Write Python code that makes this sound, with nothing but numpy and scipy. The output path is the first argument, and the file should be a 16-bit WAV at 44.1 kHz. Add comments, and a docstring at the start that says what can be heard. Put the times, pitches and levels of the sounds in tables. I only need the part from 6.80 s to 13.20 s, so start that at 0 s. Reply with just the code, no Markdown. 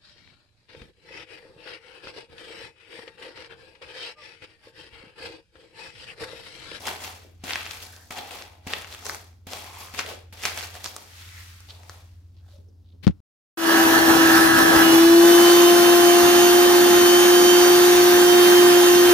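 """Dry pretzel pieces scrape and crunch under wedge sandals on a hard floor, close by, in a small
curtained room. Each step lands with a soft thud, crushes a mass of crumbs (thousands of tiny clicks)
and snaps a few larger pieces; then one sole grinds slowly and shuffles to rest.
Near the end something brushes and bumps the left side of the microphone, making its housing boom.
A motor somewhere in the house hums low underneath it all."""
import sys
import numpy as np
from scipy import signal
from scipy.fft import rfft, irfft, next_fast_len
from scipy.io import wavfile

SR = 44100
rng = np.random.default_rng(int(sys.argv[2]) if len(sys.argv) > 2 else 0)


def waveform_to_disk(signal):
    """Save audio, clipped to [-1, 1], as 16-bit WAV at the path in sys.argv[1]."""
    frames = np.transpose(np.atleast_2d(signal))
    scaled = np.clip(frames, -1, 1) * 32767
    samples = np.round(scaled).astype(np.int16)
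    wavfile.write(sys.argv[1], SR, samples)


N = 282416
T = np.arange(N) / SR

# weight bearing down on the crumbs: t/s at full weight, level/dB, rise/s, hold/s, release/(dB per s),
# hollow share/dB, fizz share/dB
PRESSES = [(.01, -43, .05, 0.028, 99, -0.5, -4.5), (0.067, -29, 0.035, 0.016, 165, -3, -6.5),
           (0.236, -38, 0.16, 0.04, 108, -5.5, -3), (0.702, -32, 0.083, 0.3, 82, -8.5, -9),
           (.91, -43.5, 0.045, 0.067, 82, -7, -0.5), (1.017, -53, .04, 0.27, 66.5, 2, 6),
           (1.375, -36, 0.063, 0.011, 137, -2.5, -7.5), (1.537, -39, 0.25, 0.059, 116.5, -2.5, -6),
           (1.912, -35.5, 0.08, 0.091, 123, -4, -8), (2.12, -43.5, 0.19, 0.078, 95, -6.5, -4.5),
           (2.263, -40.5, 0.076, 0.091, 147, 0, 0.5), (2.722, -37.5, 0.052, .02, 60, -4, -3.5),
           (3.01, -43, 0.23, 0.018, 89, -4.5, -1.5), (3.194, -31.5, 0.082, 0.0032, 258, -6, -6.5),
           (3.29, -35.5, 0.07, 0.0064, 200, -2.5, -5.5), (3.66, -29, 0.11, 0.011, 156, -8, -5),
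           (3.783, -35, 0.098, 0.057, 167, -6.5, -2.5), (3.954, -41.5, 0.091, 0.0093, 133, -4, -4),
           (4.046, -38, 0.033, 0.0077, 175, -3.5, -0.5), (4.164, -49.5, 0.15, 0.027, 85, 0, 1),
           (4.4, -48, 0.54, 0.075, 48, -15, -2.5), (4.59, -48, 0.58, 0.03, 32, -16.5, -2),
           (4.889, -54, 0.018, .02, 82, 1, -2), (5.112, -53, 0.26, 0.05, 90, -4.5, -2),
           (5.717, -68, 0.2, 0.025, 130, 0, 3)]
# tone of breaking crumbs: f/Hz, level/dB
CRUMB_COLOUR = [(88, -37), (150, -3.5), (249, -6), (315, -6), (422, -2.5), (745, -2.5), (854, -1.5),
                (1060, -5), (1870, -5), (3220, -5.5), (6260, -13), (7600, -15.5), (10200, -17.5),
                (12900, -16), (16000, -19.5)]
# dust hiss compared with the clicks, as the pieces are ground to powder: t/s, level/dB
DUST_SHARE = [(0, -8), (4.08, -8), (4.3, 5), (4.8, 4.5), (5.05, -2.5)]
# the largest pieces snapping: t/s, level/dB, body f/Hz, crust f/Hz, crust share/dB, left minus right/dB
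BIG_SNAPS = [(0.056, -18.5, 2580, 6000, -10, 6), (0.0705, -10, 1710, 6000, 6, 0),
             (0.082, -16, 1710, 10500, -25, 5), (0.206, -24, 3400, 6000, 6, 4),
             (0.246, -16.5, 3400, 5200, -5, 6), (0.277, -20, 2800, 4500, -6, 2.5),
             (0.641, -21, 800, 5900, 23, 5), (0.696, -14.5, 2580, 5900, -1, 3),
             (0.7013, -14.5, 3400, 7000, -2, -2), (0.7075, -7.5, 2740, 5140, -6, -1),
             (0.7346, -7.0, 3370, 4500, -13, 1), (0.7572, -8, 2380, 4500, -7, 0),
             (0.7583, -14, 2100, 4500, -16, 3), (0.8553, -20.5, 3400, 4500, 4, 2),
             (0.8647, -15, 2580, 5200, -7, 0), (0.9105, -15, 3400, 4500, 10, 7),
             (1.0273, -19, 3400, 6100, 10, 0), (1.1638, -26.5, 2770, 5340, 17, -1),
             (1.309, -17.5, 2080, 6000, -6, 3), (1.3635, -28.0, 2410, 4500, 10, 6),
             (1.5097, -19.5, 3170, 10500, -4, 3), (1.5405, -26.5, 3400, 10500, -15, -0.5),
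             (1.623, -18.5, 2580, 4500, 5, 4), (1.8727, -16.5, 2410, 6000, 0, 4),
             (1.922, -20, 3400, 5200, -2, 1.5), (1.9356, -4.5, 2800, 4500, -19, 3.5),
             (1.9404, -19.5, 3150, 7000, -3.5, 0), (2.0459, -21.5, 2240, 4470, -8, 5),
             (2.1264, -22.5, 3380, 7000, -7, 4), (2.1483, -17, 3400, 7000, -2, 1),
             (2.2553, -17, 1830, 6000, 5, 6), (2.2657, -10.5, 1830, 6950, 8, -5),
             (2.2963, -9.5, 1790, 4600, -1.5, 3.5), (2.3472, -14, 2250, 6000, 2.5, 1),
             (2.671, -25, 3400, 10600, 6, -1), (2.7341, -14.5, 910, 4440, 1, 6),
             (2.8438, -30, 1960, 8500, -12.5, 7), (3.1474, -17, 2360, 4450, -0.5, 5.5),
             (3.1913, -5.5, 2250, 5200, -0.5, 2), (3.1921, -12.5, 2070, 4470, -5, 1.5),
             (3.195, -5, 2370, 4500, 3.5, 2.5), (3.211, -15.5, 2250, 6000, 0, 0.5),
             (3.263, -15.5, 3420, 7000, -5.5, 1), (3.6204, -21, 2960, 6000, 7, -1),
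             (3.6363, -11.5, 2560, 6000, 1.5, -3), (3.6534, 0.5, 2430, 5200, 4, 0),
             (3.6579, -9, 2740, 5200, 3, -3), (3.7761, -9.5, 2740, 6000, 3, -1),
             (3.7901, -27, 3400, 7000, 0, 8), (3.8096, -15.5, 2550, 4580, -1, -6),
             (3.8277, -16.5, 1710, 5230, 4, -6), (4.0436, -12.5, 800, 5900, 22, -8),
             (4.0541, -16.5, 3170, 5940, -1, 2), (4.0602, -9.5, 1570, 4500, 5, 0),
             (4.1646, -13.5, 1460, 7100, 5.5, -2.5), (4.805, -28.5, 2100, 7000, 12, -3),
             (5.0336, -35, 2100, 4500, -3, 8), (5.096, -19.5, 1470, 5100, -1, 2.5)]
# soles landing: t/s, thud level/dB, crushing level/dB
FOOTFALLS = [(.638, -28, -38), (1.306, -33, -38), (1.868, -24.5, -39.5), (2.669, -31.5, -42),
             (3.138, -38, -40.5), (3.263, -39.5, -51.5), (3.526, -41.5, -45.5)]
# light taps as the sole settles: t/s, level/dB
SOLE_TAPS = [(5.786, -42), (5.818, -53), (6.02, -54), (6.136, -46), (6.162, -53)]
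# tones of the sole hitting the floor: f/Hz, time to fade 60 dB/s, level/dB
SOLE_MODES = [(115, 0.0617, -6.5), (208.4, 0.066, 4.5), (261, 0.12, -2), (375, 0.04, -4), (630, 0.034, -20)]
# a sole dragging over grit: start t/s, end t/s, first f/Hz, last f/Hz, width/Hz, level/dB
SCRAPES = [(0.013, 0.203, 895, 920, 320, -44.5), (0.182, 0.357, 940, 920, 327, -45.5),
           (.3, 0.563, 500, 425, 303, -57.5), (0.993, 1.305, 1600, 1730, 380, -57.5),
           (1.327, 1.468, 843, 815, 110, -42), (1.45, 1.953, 790, 730, 300, -62.5),
           (2.22, 2.36, 6200, 5940, 1100, -43.5), (2.706, 3.173, 815, 1210, 298, -49.5),
           (2.81, 3.1, 2200, 2480, 380, -55), (3.214, 3.412, 575, 435, 220, -45),
           (4.035, 4.105, 5800, 5600, 1800, -42), (4.293, 4.546, 3600, 3200, 2170, -54.5),
           (4.494, 4.655, 2140, 1940, 398, -50.5), (4.883, 4.923, 3770, 4030, 1590, -44),
           (4.91, 4.99, 3930, 3630, 1700, -56.5), (4.89, 5.3, 840, 730, 436, -59),
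           (5.532, 5.635, 3900, 3800, 2420, -69.5), (5.646, 5.814, 3930, 3600, 1690, -65.5),
           (5.548, 5.802, 795, 648, 301, -71.5), (5.56, 5.8, 1585, 1420, 401, -73),
           (5.718, 5.8, 592, 567, 70, -60.5), (5.882, 5.901, 5700, 5570, 1090, -70.5),
           (6.023, 6.17, 3800, 3700, 1493, -70.5), (5.783, 5.828, 403, 380, 121, -59),
           (5.865, 5.92, 423, 410, 100.3, -62), (6.13, 6.166, 408, 369, 200, -59.5)]
# knocks on the microphone: t/s, housing level/dB, mount level/dB, tick level/dB
BUMPS = [(6.2683, 3.5, -8, -15), (6.2778, -5, -8, -15.5), (6.295, -9.5, -19, -38), (6.308, -22, -38, -36.5)]
# tones of the microphone's housing: f/Hz, time to fade 60 dB/s, level/dB
HOUSING_MODES = [(132, 0.11, -10), (188, 0.046, 14), (278, 0.118, -4), (400, 0.053, -33), (493, .05, -15.5)]
# tones of the whole case rocking on its mount: f/Hz, time to fade 60 dB/s, level/dB
MOUNT_MODES = [(79, 0.084, 7), (118, 0.052, -10), (415, 0.063, -21)]
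# tone of the rub on the housing: f/Hz, level/dB
BRUSH_COLOUR = [(60, -18), (220, 9), (800, -10), (4300, -5.5), (7000, -24), (15000, -26)]
# the motor's tones: f/Hz, level/dB
HUM_TONES = [(87.5, -49.5), (64.2, -65.5), (102, -60), (51.6, -70.5), (26.5, -81), (154, -81.5)]
# slow rise and fall of the hum: t/s, level/dB
HUM_SWELL = [(0, -2), (1.1, -2.5), (1.55, -10), (1.95, -2), (2.6, -4), (3.0, 0), (3.5, -2), (3.95, 3),
             (4.2, -7), (4.5, 2.5), (6.2, -0.5)]
# tone of the still room: f/Hz, level/dB
ROOM_COLOUR = [(20, -19.5), (40, -5), (60, 7), (130, -4), (300, -7), (500, -18.5), (1200, -29), (2300, -38),
               (3500, -33.5), (5500, -31), (7500, -40.5), (15000, -40.5)]


def crunch(gains, hollow_db=-1, crackle_db=-.5, low_width=0.65, left_db=1.25):
    """The weight on the sole sets how loud the crumbs are; coarse ones sound hollow, fine ones fizz."""
    hollow_gain, crackle_gain, fizz_gain = gains
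    grains = colour(crumbs(), CRUMB_COLOUR)
    low = band(grains, 170, 1415, order=3)
    low = low.mean(0) + low_width * (low - low.mean(0))  # long waves reach both sides much alike
    hollow = hollow_gain * undb(hollow_db) * unit(low)
    crackle = crackle_gain * undb(crackle_db) * unit(band(grains, 1148, 4720, order=3))
    fizz = fizz_gain * unit(band(grains, 4690, 21000, order=3))
    return (hollow + crackle + fizz) * pan(left_db)


def crumbs(per_s=2800, spread_db=3.5, largest_db=16, ring_db=8, pitches=16):
    """Countless tiny breaks, most of them weak, over a hiss of dust; each crumb size has its own pitch."""
    clicks = 0
    for hz in np.geomspace(700, 12000, pitches):
        breaks = rng.random(N) < per_s / pitches / SR
        strength = undb(np.minimum(spread_db * rng.exponential(size=N), largest_db))
        kicks = breaks * strength * rng.choice([-1, 1], N)
        path = path_from_sole(scatter_db=-1)[:, :SR // 40]
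        path = path + undb(ring_db) * band(path, hz / 1.023, hz * 1.113, order=1)
        clicks = clicks + signal.oaconvolve(kicks[None], path)[:, :N]
    dust = undb(np.interp(T, *np.transpose(DUST_SHARE)))
    hiss = unit(band(rng.standard_normal((2, N)), 200, 14000, order=1))
    return (unit(clicks) + dust * hiss) / np.sqrt(1 + dust ** 2)


def crushing(rest_db=-87.5, rise_db=30, sag_db_per_s=45.5):
    """Gains of hollow, crackle and fizz: each press builds, sags as crumbs give way, then lets go."""
    t = T[::20]
    landing = (0.0027, .015, 166, -3, -5)  # a landing is a quick press: last five columns of PRESSES
    landings = [(s, db, *landing) for s, _, db in FOOTFALLS]
    power = undb(rest_db) ** 2  # crumbs still settle under a resting foot
    for s, db, rise_s, hold_s, release_db_per_s, hollow_db, fizz_db in PRESSES + landings:
        age = t - s
        build = rise_db * np.minimum(age, 0) / rise_s
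        sag = sag_db_per_s * np.clip(age, 0, hold_s)
        release = release_db_per_s * np.maximum(age - hold_s, 0)
        shares = undb([[hollow_db], [0], [fizz_db]])
        power = power + (shares * undb(db + build - sag - release)) ** 2
    return [np.interp(T, t, gain) for gain in np.sqrt(power)]


def snaps(pieces, gain_db=-1, splinters_per_s=900, splinter_db=-16, splinter_s=0.0043):
    """A piece breaks: its body springs back, its glazed crust cracks higher, and splinters follow."""
    out, t = np.zeros((2, N)), T[:SR // 20]
    for s, db, body_hz, crust_hz, crust_db, left_db in pieces:
        pulse = spring_back(body_hz) + undb(crust_db) * spring_back(crust_hz)
        breaks = (rng.random(len(t)) < splinters_per_s / SR) * rng.standard_normal(len(t))
        breaks *= undb(splinter_db) * np.exp(-t / splinter_s)
        breaks[0] = 1  # the main break
        cracks = signal.fftconvolve(pulse / np.abs(pulse).max(), breaks)
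        path = path_from_sole(scatter_db=-6, fade_s=0.017, dull_hz=3500, lag_samples=4)
        snap = band(signal.fftconvolve(cracks[None], path), 350, 24000, order=1)
        add(out, s, snap * undb(db + gain_db) * pan(left_db))
    return out


def small_snaps(crackle_gain, count=90, powder_s=4.25, over_db=15, spread_db=2.5, largest_db=-23):
    """Rows like BIG_SNAPS: small pieces break at random, louder under weight, until only powder is left."""
    at = (rng.random(count) * powder_s * SR).astype(int)
    size, body, crust, share, side = rng.standard_normal((count, 5)).T
    db = np.minimum(20 * np.log10(crackle_gain[at]) + over_db + spread_db * size, largest_db)
    body_hz, crust_hz = 2300 * 2 ** (body / 3), 5800 * 2 ** (crust / 4)
    crust_db, left_db = 1 + 5 * share, 4 * side
    return list(zip(T[at], db, body_hz, crust_hz, crust_db, left_db))


def spring_back(hz, cycles=0.32):
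    """A brittle piece springs back: it swings up and dies away within a cycle or two."""
    t = T[:SR // 100]
    swing = t * np.exp(-t * hz / cycles) * np.sin(2 * np.pi * hz * t)
    return swing / np.linalg.norm(swing)


def path_from_sole(scatter_db, fade_s=0.027, dull_hz=8000, lag_samples=6):
    """A click arrives directly, often on one side first, then as duller echoes off sole and floor."""
    path = band(echoes(fade_s, scatter_db), 200, dull_hz, order=1)
    path[[0, 1], rng.integers(0, lag_samples, size=2)] += 1
    return path


def thuds(gain_db=-3):
    """The thick sole thuds as it meets the floor, and taps it softly while settling."""
    out = np.zeros((2, N))
    for s, db, *_ in FOOTFALLS + SOLE_TAPS:
        add(out, s, undb(db + gain_db) * ring(SOLE_MODES))
    return out


def scrapes():
    """Grit rings the thin air gap under the sole; its pitch slides as the sole tilts."""
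    out, catches = np.zeros((2, N)), grit()
    for start, end, first_hz, last_hz, width_hz, db in SCRAPES:
        drag = catches[:, int(start * SR):int(end * SR)]
        progress = np.linspace(0, 1, drag.shape[1])
        glide = np.exp(2j * np.pi * np.cumsum(first_hz + (last_hz - first_hz) * progress) / SR)
        lowpass = signal.butter(2, width_hz / 2, fs=SR, output="sos")
        gap = signal.sosfilt(lowpass, drag / glide) * glide  # keeps a band around the sliding pitch
        add(out, start, undb(db) * unit(gap.real) * np.sin(np.pi * progress))
    return out


def grit(per_s=1500, spread_db=3, jerk_db=3):
    """A sole slides in jerks, catching on grit with tiny clicks."""
    catches = (rng.random((3, N)) < per_s / SR) * rng.standard_normal((3, N))  # left, right, shared
    catches *= undb(spread_db * rng.standard_normal((3, N)))
    jerks = undb(jerk_db * unit(band(rng.standard_normal(N), 27, 90)))
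    return (catches[:2] + catches[2]) * jerks


def bump(contact_s=0.0012, tick_s=0.00043, rub_db=-15, rub_s=.008, right_tick_db=-14, bright_db=-22):
    """A padded knock and its rebounds: the housing booms on the left, the case rocks on its mount."""
    out, t = np.zeros((2, N)), T[:SR // 2]
    push = np.sin(np.pi * t[t < contact_s] / contact_s)
    housing, mount = (band(np.convolve(ring(modes), -push / push.sum())[:len(t)], 65, 3000)
                      for modes in (HOUSING_MODES, MOUNT_MODES))
    contact = np.exp(-t / tick_s) + undb(rub_db) * np.exp(-t / rub_s)
    sides = undb([[0], [right_tick_db]])
    for s, housing_db, mount_db, tick_db in BUMPS:
        rocking = undb(mount_db) * mount  # pushes the two sides opposite ways
        thud = np.array([undb(housing_db) * housing - rocking / 2, rocking])
        noise = rng.standard_normal(len(t))
        tick = contact * (unit(band(noise, 310, 3270)) + undb(bright_db) * noise)
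        add(out, s, thud + sides * undb(tick_db) * tick)
    return out


def brush(start_s=6.224, rise_s=0.018, db=-35, right_db=-12):
    """A short rub on the left of the housing swells and dies away just before the knock."""
    age = np.maximum(T - start_s, 0) / rise_s
    rub = unit(colour(rng.standard_normal((2, N)), BRUSH_COLOUR))
    return rub * undb([[db], [db + right_db]]) * age ** 2 * np.exp(1 - age ** 2)


def motor_hum(rumble_db=-61, waver_db=1):
    """A motor somewhere in the house hums, wavers and slowly swells."""
    waver = waver_db * unit(band(rng.standard_normal(N), 0.41, 3))
    swell = undb(waver + np.interp(T, *np.transpose(HUM_SWELL)))
    tones = sum(np.sqrt(2) * undb(db) * np.sin(2 * np.pi * (hz * T + rng.random()))
                for hz, db in HUM_TONES)
    rumble = undb(rumble_db) * unit(band(rng.standard_normal(N), 68, 88, order=3))
    return (tones + rumble) * swell


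def room_noise(db=-61, width=0.76):
    """The faint, low rush of a still room, partly shared by both sides."""
    noise = rng.standard_normal(N) + width * rng.standard_normal((2, N))
    return undb(db) * unit(colour(noise, ROOM_COLOUR))


def echoes(fade_s, db):
    """A wash of echoes, different left and right, that drops 60 dB in fade_s; db is its total energy."""
    t = T[:int(fade_s * SR)]
    wash = rng.standard_normal((2, len(t))) * np.exp(-np.log(1000) * t / fade_s)
    wash *= 1 - np.exp(-t / 0.0018)  # soft start
    return undb(db) * wash / np.sqrt(np.sum(wash ** 2) / 2)


def ring(modes):
    """The fading tones of an object struck once, scaled to peak at 1."""
    t = T[:SR // 2]
    tones = sum(undb(db) * np.sin(2 * np.pi * hz * t) * np.exp(-np.log(1000) * t / fade_s)
                for hz, fade_s, db in modes)
    return tones / np.abs(tones).max()


def colour(x, points):
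    """Shape the tone along (f/Hz, level/dB) points while clicks keep their sharp start."""
    hz, db = np.transpose(points)
    size = 2 * next_fast_len(N)
    log_hz = np.log(np.maximum(np.fft.rfftfreq(size, 1 / SR), 1))
    cepstrum = irfft(np.log(undb(np.interp(log_hz, np.log(hz), db))))
    cepstrum[1:size // 2] *= 2  # move all ringing to after the click
    cepstrum[size // 2:] = 0
    return irfft(rfft(x, size) * np.exp(rfft(cepstrum)), size)[..., :N]


def band(x, lo_hz, hi_hz, order=2):
    """Keep the frequencies between lo_hz and hi_hz."""
    edges = [lo_hz, min(hi_hz, SR / 2 - 1)]
    return signal.sosfilt(signal.butter(order, edges, "band", fs=SR, output="sos"), x)


def pan(left_db):
    """Two gains that make the left side left_db louder than the right."""
    return undb(np.array([[left_db], [-left_db]]) / 2)


def undb(db):
    """Turn decibels into a gain to multiply by."""
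    return 10 ** (np.asarray(db) / 20)


def unit(x):
    """Scale to an average (rms) level of 1."""
    return x / np.sqrt(np.mean(x ** 2))


def add(out, s, sound):
    """Mix a sound in from time s."""
    i = int(s * SR)
    out[:, i:i + sound.shape[-1]] += sound[..., :N - i]


def scene(feet_room_db=-9, bump_room_db=-36):
    """Feet on crumbs and the bump, with the room's short, dull echo, over the hum."""
    gains = crushing()
    feet = crunch(gains) + snaps(BIG_SNAPS + small_snaps(gains[1])) + scrapes() + thuds()
    knock = brush() + bump()
    into_room = undb(feet_room_db) * feet + undb(bump_room_db) * knock
    echo = signal.fftconvolve(into_room, echoes(fade_s=0.44, db=3), axes=1)[:, :N]
    return feet + knock + band(echo, 84, 3900, order=1) + motor_hum() + room_noise()


def record(dry, top_hz=15800):
    """Clip any peaks beyond full scale and cut the highest treble."""
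    lowpass = signal.ellip(8, .2, 70, top_hz, fs=SR, output="sos")
    return signal.sosfilt(lowpass, np.clip(dry, -1, 1))


dry = scene()
out = record(dry)
waveform_to_disk(out)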